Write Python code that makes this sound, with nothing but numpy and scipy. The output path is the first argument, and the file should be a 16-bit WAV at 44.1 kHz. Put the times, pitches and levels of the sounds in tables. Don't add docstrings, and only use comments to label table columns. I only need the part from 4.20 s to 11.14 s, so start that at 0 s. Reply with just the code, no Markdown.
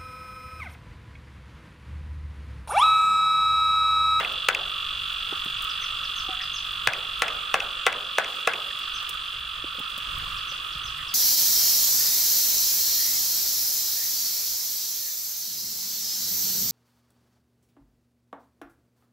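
import sys
import numpy as np
from scipy import signal
from scipy.io import wavfile
from scipy.ndimage import uniform_filter1d

SR = 44100
rng = np.random.default_rng(int(sys.argv[2]) if len(sys.argv) > 2 else 0)


def how_loud(loudness_db):
    steps = np.asarray(loudness_db, float) / 20
    return 10 ** steps


def int16_out(signal):
    q = np.round(np.clip(np.atleast_2d(signal).T, -1, 1) * 32767)
    wavfile.write(sys.argv[1], SR, q.astype(np.int16))


N = 306054
LEAD = 4410
FAINT_TOP_HZ = 15850

# start [s], low body of the beam [dB], bright crack [dB], far-wall echo [dB],
# contact time [ms].
BLOWS = [
    (-.0145, -9, -1, -9, 7.5),
    (0.286, -1.5, 4, -5.5, 5.4),
    (2.6723, -3, 3, -8.5, 4.4),
    (3.0198, 1, 3.5, -9, 5.9),
    (3.341, -1.5, 0, -7.5, 6.6),
    (3.665, 0.5, 3.5, -11, 9.8),
    (3.983, -2, -0.5, -10, 4.8),
    (4.2733, 1.5, -1, -8.5, 8.5),
]
# frequency [Hz], level [dB], decay time t60 [s].
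BEAM_MODES = [(472, -4, 0.099), (662, -4.5, 0.05), (773, -5, 0.095), (1109, 1.5, 0.026), (1358, 1.5, 0.035),
              (1495, -2, 0.076), (1680, -1, 0.049), (2050, 1, 0.033), (2350, 0, 0.014), (2594, 0.5, 0.022),
              (2960, -6.5, 0.049), (3620, -9.5, 0.027)]
# frequency [Hz], level [dB per Hz].
CRACK_SPECTRUM = [(1500, -26), (3000, 0), (4600, -12), (5700, -11.5), (7300, -17), (8600, -15.5),
                  (12000, -24), (16000, -27)]
# frequency [Hz], gain [dB].
WALL_GAIN = [(300, -42), (1500, -29), (2100, 3.5), (2700, 7), (3500, -13), (4900, 2.5), (8400, -3.5),
             (16000, -4)]
# frequency [Hz], decay time t60 [s].
YARD_T60 = [(300, 1), (800, 0.53), (2000, 0.28), (5500, 0.092), (12000, 0.073)]
# delay [ms], left level [dB], right level [dB].
NEAR_REFLECTIONS = [
    (11.98, -3.5, -43),
    (19.13, -13, -13),
    (25.15, -25, -28),
]
# frequency [Hz], level [dB per Hz].
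FIELD_SPECTRUM = [(150, -17.5), (300, -27.5), (480, -5.5), (800, -5.5), (1150, -5.5), (1500, 2), (1900, -2),
                  (2500, -4.5), (3800, -11.5), (8000, -14), (16000, -24)]
# frequency [Hz], left-right likeness [0 to 1].
FIELD_COHERENCE = [(300, 0.98), (800, .93), (1300, 0.99), (4000, 0.13), (8000, 0.059)]

# time [s], strokes per second [1/s].
STROKE_RATE = [(0.0, 47.297), (1.0, 47.216), (2.0, 47.157), (3.0, 47.168), (4.0, 47.036), (5.0, 47.037),
               (6.0, 46.872), (7.0, 46.891)]
# time into the stroke [ms], left strength [ratio], right strength [ratio].
RIB_POPS = [(-.04, .97, .9), (3.45, .38, .93), (4.67, .75, .85), (8.19, .5, .85)]
# delay [ms], left share [ratio], right share [ratio].
POP_RETURNS = [(0, 1, 1), (1.44, .4, .38), (5.04, .27, .26), (6.14, .26, .24), (11.12, .3, .17)]
# frequency [Hz], width [Hz], level [dB].
TYMBAL_MODES = [(3417, 848, 6), (2852, 784, 2), (4360, 710, -13.5), (4656, 420, -10)]
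# time [s], level [dB], left minus right [dB].
CICADA_LEVEL = [(0.0, -34, 1), (0.17, -30.5, 0), (0.25, -31.5, 0.5), (2.49, -32.5, -0.2),
                (2.65, -33.5, -0.4), (3.88, -34.5, 0.8), (4.56, -33.5, -0.5), (5.37, -36, -0.5),
                (5.89, -35, -1), (6.94, -36, -0.5)]
# centre [Hz], width [Hz], level [dB].
CHORUS_BANDS = [(1223.6, 247, 1), (1355, 246, -9), (2890, 900, -1.5), (1547, 700, -9.5)]
# frequency [Hz], level [dB per Hz].
WIND_SPECTRUM = [(12, -12), (24, -2), (33, 5), (42, -1.5), (60, -12.5), (100, -10), (140, -14), (200, -23),
                 (400, -48)]
# time [s], level [dB].
BREEZE_LEVEL = [(0, -50), (1.0, -49), (1.8, -48), (2.45, -48.5), (3.45, -52), (3.8, -56.5), (4.35, -63),
                (4.65, -55), (5.2, -49.5), (5.7, -53.5), (6.0, -40), (6.25, -50.5), (6.94, -48)]
# frequency [Hz], level [dB per Hz].
HISS_SPECTRUM = [(100, 2), (300, 6.5), (800, 6.5), (2100, 9.5), (4000, 11), (4900, 10.5), (5300, 4.5),
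                 (6500, 0.5), (8300, 3), (10000, -3.5), (15500, -8.5)]
# frequency [Hz], level [dB per Hz].
RUSTLE_SPECTRUM = [(3000, -30), (6000, -12), (9000, -1), (12000, 2), (15500, -4)]

# start [s], peak [dB].
TICKS = [(0.1224, -35), (0.8194, -44), (0.9294, -39), (1.245, -34.5), (1.2994, -39), (1.4207, -29),
         (1.441, -29.5), (2.5194, -39), (2.9916, -34), (4.1574, -38), (4.5885, -33), (4.8269, -37),
         (4.8913, -22), (4.9394, -39), (5.5927, -32), (5.6994, -41), (5.777, -28), (5.9249, -46),
         (5.982, -34), (6.5794, -41)]
# start [s], peak [dB], low mode [Hz],
# high mode [Hz], high mode level [dB].
KNOCKS = [(1.125, -21, 394, 794, -4), (1.26, -26, 222, 700, -11), (2.088, -25.5, 332, 740, -9),
          (2.679, -37, 118, 120, 11), (4.827, -38.5, 511, 903, 2), (4.894, -37, 519, 940, 4),
          (5.442, -26.5, 330, 490, -4), (5.551, -41, 510, 522, -5), (5.585, -33.5, 260, 500, 1),
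          (5.601, -30.5, 246, 870, -5), (5.777, -37.5, 229, 581, 2), (6.142, -41, 61, 144, -14),
          (6.319, -32.5, 544, 549, -5), (6.554, -38.5, 61.9, 123, -1), (6.647, -39, 84, 120, -2)]
# start [s], peak [dB], pitch [Hz], decay time t60 [s].
CREAKS = [
    (1.6222, -37.5, 2050, 0.1),
    (1.94, -41, 1680, 0.083),
    (2.196, -36.5, 1790, 0.19),
    (4.501, -37, 1670, 0.086),
    (4.6731, -33, 1440, 0.078),
    (5.9904, -43, 1820, 0.12),
    (6.785, -40.5, 1770, 0.23),
]
# time into the syllable [s], pitch [Hz], level [dB].
SLIDE_SHAPE = [(0, 6970, -7), (.006, 5670, -7), (.016, 4950, -1.5), (.024, 4600, -12), (.036, 3900, -5)]
# time into the syllable [s], pitch [Hz], level [dB].
ARCH_SHAPE = [(0, 5600, -16), (.007, 6400, -5), (.015, 6650, -2.5), (.024, 6460, -3.5), (.038, 5700, -2),
              (.068, 4000, -5)]
# start [s], level [dB], pitch factor [ratio].
SLIDE_CALLS = [(1.493, -39, 0.94), (1.84, -38.5, 0.92), (2.213, -38, 0.96), (4.63, -44, 0.91),
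               (6.171, -42, 0.94), (6.521, -41, 0.9), (6.879, -38, 0.95)]
# start [s], level [dB], pitch factor [ratio].
ARCH_CALLS = [(1.603, -45.5, 0.94), (1.952, -44.5, 0.98), (2.326, -42.5, 0.98), (4.733, -46, 0.94),
              (6.274, -47.5, 0.93), (6.631, -45.5, 0.95)]
# start [s], length [s], pitch [Hz], level [dB].
COOS = [
    (1.778, 0.15, 572, -62),
    (2.03, 0.027, 764, -54),
    (2.079, .075, 760, -40.5),
    (2.15, 0.14, 752, -54.5),
]


def unit_rms(x):
    return x / np.sqrt(np.mean(x ** 2) + 1e-20)


def read(points, hz):
    f, value = np.transpose(points)
    return np.interp(np.log(hz + 1), np.log(f + 1), value)


def silence():
    return np.zeros((2, N + LEAD))


def add(mix, s, sound):
    part = mix[..., LEAD + round(s * SR):][..., :sound.shape[-1]]
    part += sound[..., :part.shape[-1]]


def colour(x, points):
    log_gain = np.log(how_loud(read(points, abs(np.fft.fftfreq(2048, 1 / SR)))))
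    taps = np.fft.ifft(np.exp(np.conj(signal.hilbert(log_gain)))).real[:1024]
    taps = taps.reshape((1,) * (x.ndim - 1) + (-1,))
    return signal.oaconvolve(x, taps, axes=-1)[..., :x.shape[-1]]


def resonate(x, hz, width):
    b, a = signal.iirpeak(hz, hz / width, SR)
    return signal.lfilter(b, a, signal.lfilter(b, a, x))


def partly_alike(left, other, same):
    return np.array([left, same * left + np.sqrt(1 - same ** 2) * other])


def field(level_db, chance):
    hz, t, z = signal.stft(chance, SR, nperseg=256)
    z = partly_alike(z[0], z[1], np.clip(read(FIELD_COHERENCE, hz), 0, 1)[:, None])
    uneven = uniform_filter1d(uniform_filter1d(z[1].imag, size=2, axis=0), size=6, axis=1)
    z *= how_loud(2.8 * np.clip(unit_rms(uneven), -2, 2))
    z *= ((hz > 0) & (hz < FAINT_TOP_HZ))[:, None]
    decay_db = read(FIELD_SPECTRUM, hz)[:, None] - 60 * t / read(YARD_T60, hz)[:, None]
    tail = signal.istft(z * how_loud(decay_db), SR, nperseg=256)[1]
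    rise = np.clip(np.arange(tail.shape[1]) / SR / .009, 0, 1) ** 2
    return how_loud(level_db) * rise * tail / tail[:, :1000].std()


def blow(peak_db, low_db, crack_db, wall_db, contact_ms, chance):
    t = np.arange(4096) / SR
    contact_s = contact_ms / 1000
    contact = np.clip(t / 0.00009, 0, 1) * np.exp(-t / 0.011) / (1 + np.exp((t - contact_s) / 0.0001))
    hz, db, t60 = np.transpose(BEAM_MODES)[:, :, None]
    db = db + low_db * (hz < 900) + 2.5 * (hz > 2200)
    sign = (-1) ** np.arange(len(hz))[:, None]
    beam = (how_loud(db - 60 * t / t60) * np.sin(2 * np.pi * hz * t) * sign).sum(0)

    jolts = 0.04 * contact * chance[0] ** 2 * np.sign(chance[0])
    jolts[[8, round(contact_ms * SR / 1000) - 40]] += [1., -.6]
    body = signal.fftconvolve(beam, jolts)[:len(t)]
    body *= .4 + .6 / (1 + np.exp((t - contact_s) / .0004))
    crack = colour((chance[1] * contact + 1.13 * jolts) * np.exp(-t / 0.0063), CRACK_SPECTRUM)
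    body = body / abs(body).max()
    crack = how_loud(crack_db - 7.5) * crack / abs(crack).max()
    direct = how_loud(peak_db) * (body * how_loud([[0], [.6]]) + crack * how_loud([[1.5], [-2]]))
    echo = how_loud(wall_db) * colour(direct * np.exp(-t / 0.0071), WALL_GAIN)
    return direct, echo


def mallet():
    blow_db, scatter_db, wall_s = -5, -25.5, .0612
    out = silence()
    for (s, *how), chance in zip(BLOWS, rng.standard_normal((len(BLOWS), 2, 20000))):
        direct, echo = blow(blow_db, *how, chance[:, -4096:])
        add(out, s, direct)
        for ms, *db in NEAR_REFLECTIONS:
            add(out, s + ms / 1000, colour(direct, FIELD_SPECTRUM) * how_loud(db)[:, None])
        add(out, s + wall_s, echo)
        add(out, s, field(scatter_db, chance))
    return out


def cicada(wobble_db=1.0):
    t = np.arange(N) / SR
    strokes = np.cumsum(np.interp(t, *np.transpose(STROKE_RATE))) / SR - .44
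    start = np.interp(np.arange(int(strokes[-1]) + 1), strokes, t)[:, None]
    pops = [(ms + late, left * a, right * b) for ms, left, right in RIB_POPS for late, a, b in POP_RETURNS]
    ms, *strength = np.transpose(pops)
    chance = rng.standard_normal((len(start), 3, len(ms)))
    jitter_s = 5e-6 * chance[:, 0] + 1e-5 * chance[:, 2, :1]
    slowing = 47.2 / np.interp(start, *np.transpose(STROKE_RATE))
    at = np.clip((start + slowing * ms / 1000 + jitter_s) * SR, 0, N - 3).ravel()
    size = (np.array(strength)[:, None] * how_loud(wobble_db * chance[:, 1])).reshape(2, -1)
    at = at + np.array([[0], [.7]])

    whole, part = at.astype(int), at % 1
    train = np.array([np.bincount(w, s * (1 - p), N) + np.bincount(w + 1, s * p, N)
                      for w, p, s in zip(whole, part, size)])
    ring = sum((-1) ** k * how_loud(db) * resonate(train, hz, width)
               for k, (hz, width, db) in enumerate(TYMBAL_MODES))
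    s, db, pan_db = np.transpose(CICADA_LEVEL)
    return unit_rms(ring) * how_loud(np.interp(t, s, db) + np.interp(t, s, pan_db) * np.array([[.5], [-.5]]))


def swell(top_hz):
    t = np.arange(0, N + 441, 441) / SR
    hz = np.geomspace(top_hz / 8, top_hz, num=16)[:, None]
    slow = (np.sin(2 * np.pi * (hz * t + rng.random(hz.shape))) / np.sqrt(hz)).sum(0)
    return np.interp(np.arange(N) / SR, t, unit_rms(slow))


def patchy(shape_db, level_db, same, patchy_db, flicker_db, size=1024):
    frames, hz = N * 4 // size + 5, np.fft.rfftfreq(size, 1 / SR)
    a, b, c, d, patches = rng.standard_normal((frames, len(hz), 5)).T
    patches = unit_rms(uniform_filter1d(uniform_filter1d(patches, 12, 0), 10, 1))
    flicker = unit_rms(uniform_filter1d(rng.standard_normal(frames), 4))
    z = partly_alike(a + 1j * b, c + 1j * d, np.clip(same, 0, 1))
    z *= how_loud(shape_db(hz)[:, None] + patchy_db * patches + flicker_db * flicker)
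    noise = signal.istft(z, nperseg=size, noverlap=size * 3 // 4)[1][:, :N]
    return how_loud(level_db) * unit_rms(noise)


def chorus_shape(hz):
    return 20 * np.log10(sum(how_loud(db) / (1 + (2 * (hz - f) / w) ** 4) for f, w, db in CHORUS_BANDS))


def air():
    t = np.arange(N) / SR
    wind_db = np.interp(t, *np.transpose(BREEZE_LEVEL))
    chorus_db = -40.5 - 0.18 * t + .8 * swell(top_hz=2.5)
    hiss_db = -58 + 0.04 * (wind_db - wind_db.mean()) + .9 * swell(top_hz=3)
    chorus = patchy(chorus_shape, chorus_db + 4.5, same=0.33, patchy_db=1.5, flicker_db=0.5)
    wind = patchy(lambda hz: read(WIND_SPECTRUM, hz), wind_db, same=.97, patchy_db=1.2, flicker_db=.8, size=2048)
    hiss = patchy(lambda hz: read(HISS_SPECTRUM, hz), hiss_db + 12.0,
                  same=0.28, patchy_db=1.5, flicker_db=0.4, size=512)
    rustle = patchy(lambda hz: read(RUSTLE_SPECTRUM, hz), hiss_db - 3, same=.6, patchy_db=1.5, flicker_db=3.5)
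    return chorus * how_loud([[-3], [2.2]]) + wind + (hiss + rustle) * how_loud([[.6], [-.6]])


def ticks():
    out, t = silence(), np.arange(6000) / SR
    highpass = signal.butter(2, 5900, "high", fs=SR)
    for (s, db), noise in zip(TICKS, rng.standard_normal((len(TICKS), 2, len(t)))):
        puff = signal.lfilter(*highpass, noise[:1] + .5 * noise)
        envelope = how_loud(db - 6.5 - 60 * t / .04) * (1 - np.exp(-t / 0.00082))
        add(out, s, envelope * puff * how_loud([[1], [-1]]))
    return out


def knocks():
    out, t = silence(), np.arange(6000) / SR
    for (s, db, low_hz, high_hz, high_db), noise in zip(KNOCKS, rng.standard_normal((len(KNOCKS), len(t)))):
        t60 = 0.011 + 3.7 / low_hz
        ring = np.sin(2 * np.pi * low_hz * t) + how_loud(high_db) * np.sin(2 * np.pi * high_hz * t)
        ring += 0.69 * unit_rms(resonate(noise, 1.09 * low_hz, 1.1 * low_hz))
        add(out, s, how_loud(db + 2.5 - 60 * t / t60) * ring * (1 - np.exp(-t / 0.0034)))
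    return out


def creaks():
    out, t = silence(), np.arange(6000) / SR
    for (s, db, hz, t60), noise in zip(CREAKS, rng.standard_normal((len(CREAKS), len(t)))):
        envelope = how_loud(db + 3 - 60 * t / t60) * (1 - np.exp(-t / 0.005))
        add(out, s, envelope * unit_rms(resonate(noise, hz, 430)))
    return out


def whistle(rows):
    s, hz, db = np.transpose(rows)
    t = np.arange(s[0], s[-1], 1 / SR)
    tone = np.sin(2 * np.pi * np.cumsum(np.interp(t, s, hz)) / SR)
    return np.sqrt(2) * how_loud(np.interp(t, s, db)) * tone * signal.windows.tukey(len(t), .2)


def chirps():
    out = np.zeros(N + LEAD)
    for shape, calls in ((SLIDE_SHAPE, SLIDE_CALLS), (ARCH_SHAPE, ARCH_CALLS)):
        for s, db, pitch in calls:
            chirp = how_loud(db) * whistle(np.multiply(shape, [1, pitch, 1]))
            husk = unit_rms(uniform_filter1d(rng.standard_normal(len(chirp)), 130))
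            chirp = chirp * how_loud(2 * husk)
            add(out, s, chirp)
            add(out, s + .011, how_loud(-8) * chirp)
    return out


def coo(length, hz, db):
    hold = 0.46
    t = np.arange(0, length, .004)
    spent = np.maximum(t / length - hold, 0) / (1 - hold)
    rise_db = -15 * np.maximum(1 - t / .012, 0)
    return whistle(np.transpose([t, hz * (1 - 0.078 * spent), db + rise_db - 12 * spent]))


def birds():
    out = chirps()
    trees = rng.standard_normal((2, 6000)) * how_loud(-60 * np.arange(6000) / SR / 0.36)
    smear = signal.oaconvolve(out[None], trees / np.linalg.norm(trees[0]), axes=1)[:, :len(out)]
    for s, *note in COOS:
        add(out, s, coo(*note))
    return out * how_loud([[.8], [-.8]]) + how_loud(1) * smear


def lowpass(x, hz):
    return signal.oaconvolve(x, signal.firwin(511, hz, window=("kaiser", 9), fs=SR)[None], "same")


def scene():
    blows = mallet()[:, LEAD:]
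    faint = cicada() + air() + (ticks() + knocks() + creaks() + birds())[:, LEAD:]
    return lowpass(blows, 16600) + lowpass(faint, FAINT_TOP_HZ)


def roll_off(x):
    return signal.sosfilt(signal.butter(12, 16830, fs=SR, output="sos"), x)


def record(dry):
    power_db = 10 * np.log10(abs(uniform_filter1d((dry ** 2).mean(0), 120, origin=59)) + 1e-12)
    fall = np.arange(N) * 136.0 / SR
    held_db = np.maximum.accumulate(power_db + fall) - fall
    over_db = np.maximum(held_db + 21, 0)
    ducked = dry / how_loud(0.33 * uniform_filter1d(over_db, 150, origin=74))
    return roll_off(ducked)


dry = scene()
out = record(dry)
int16_out(out)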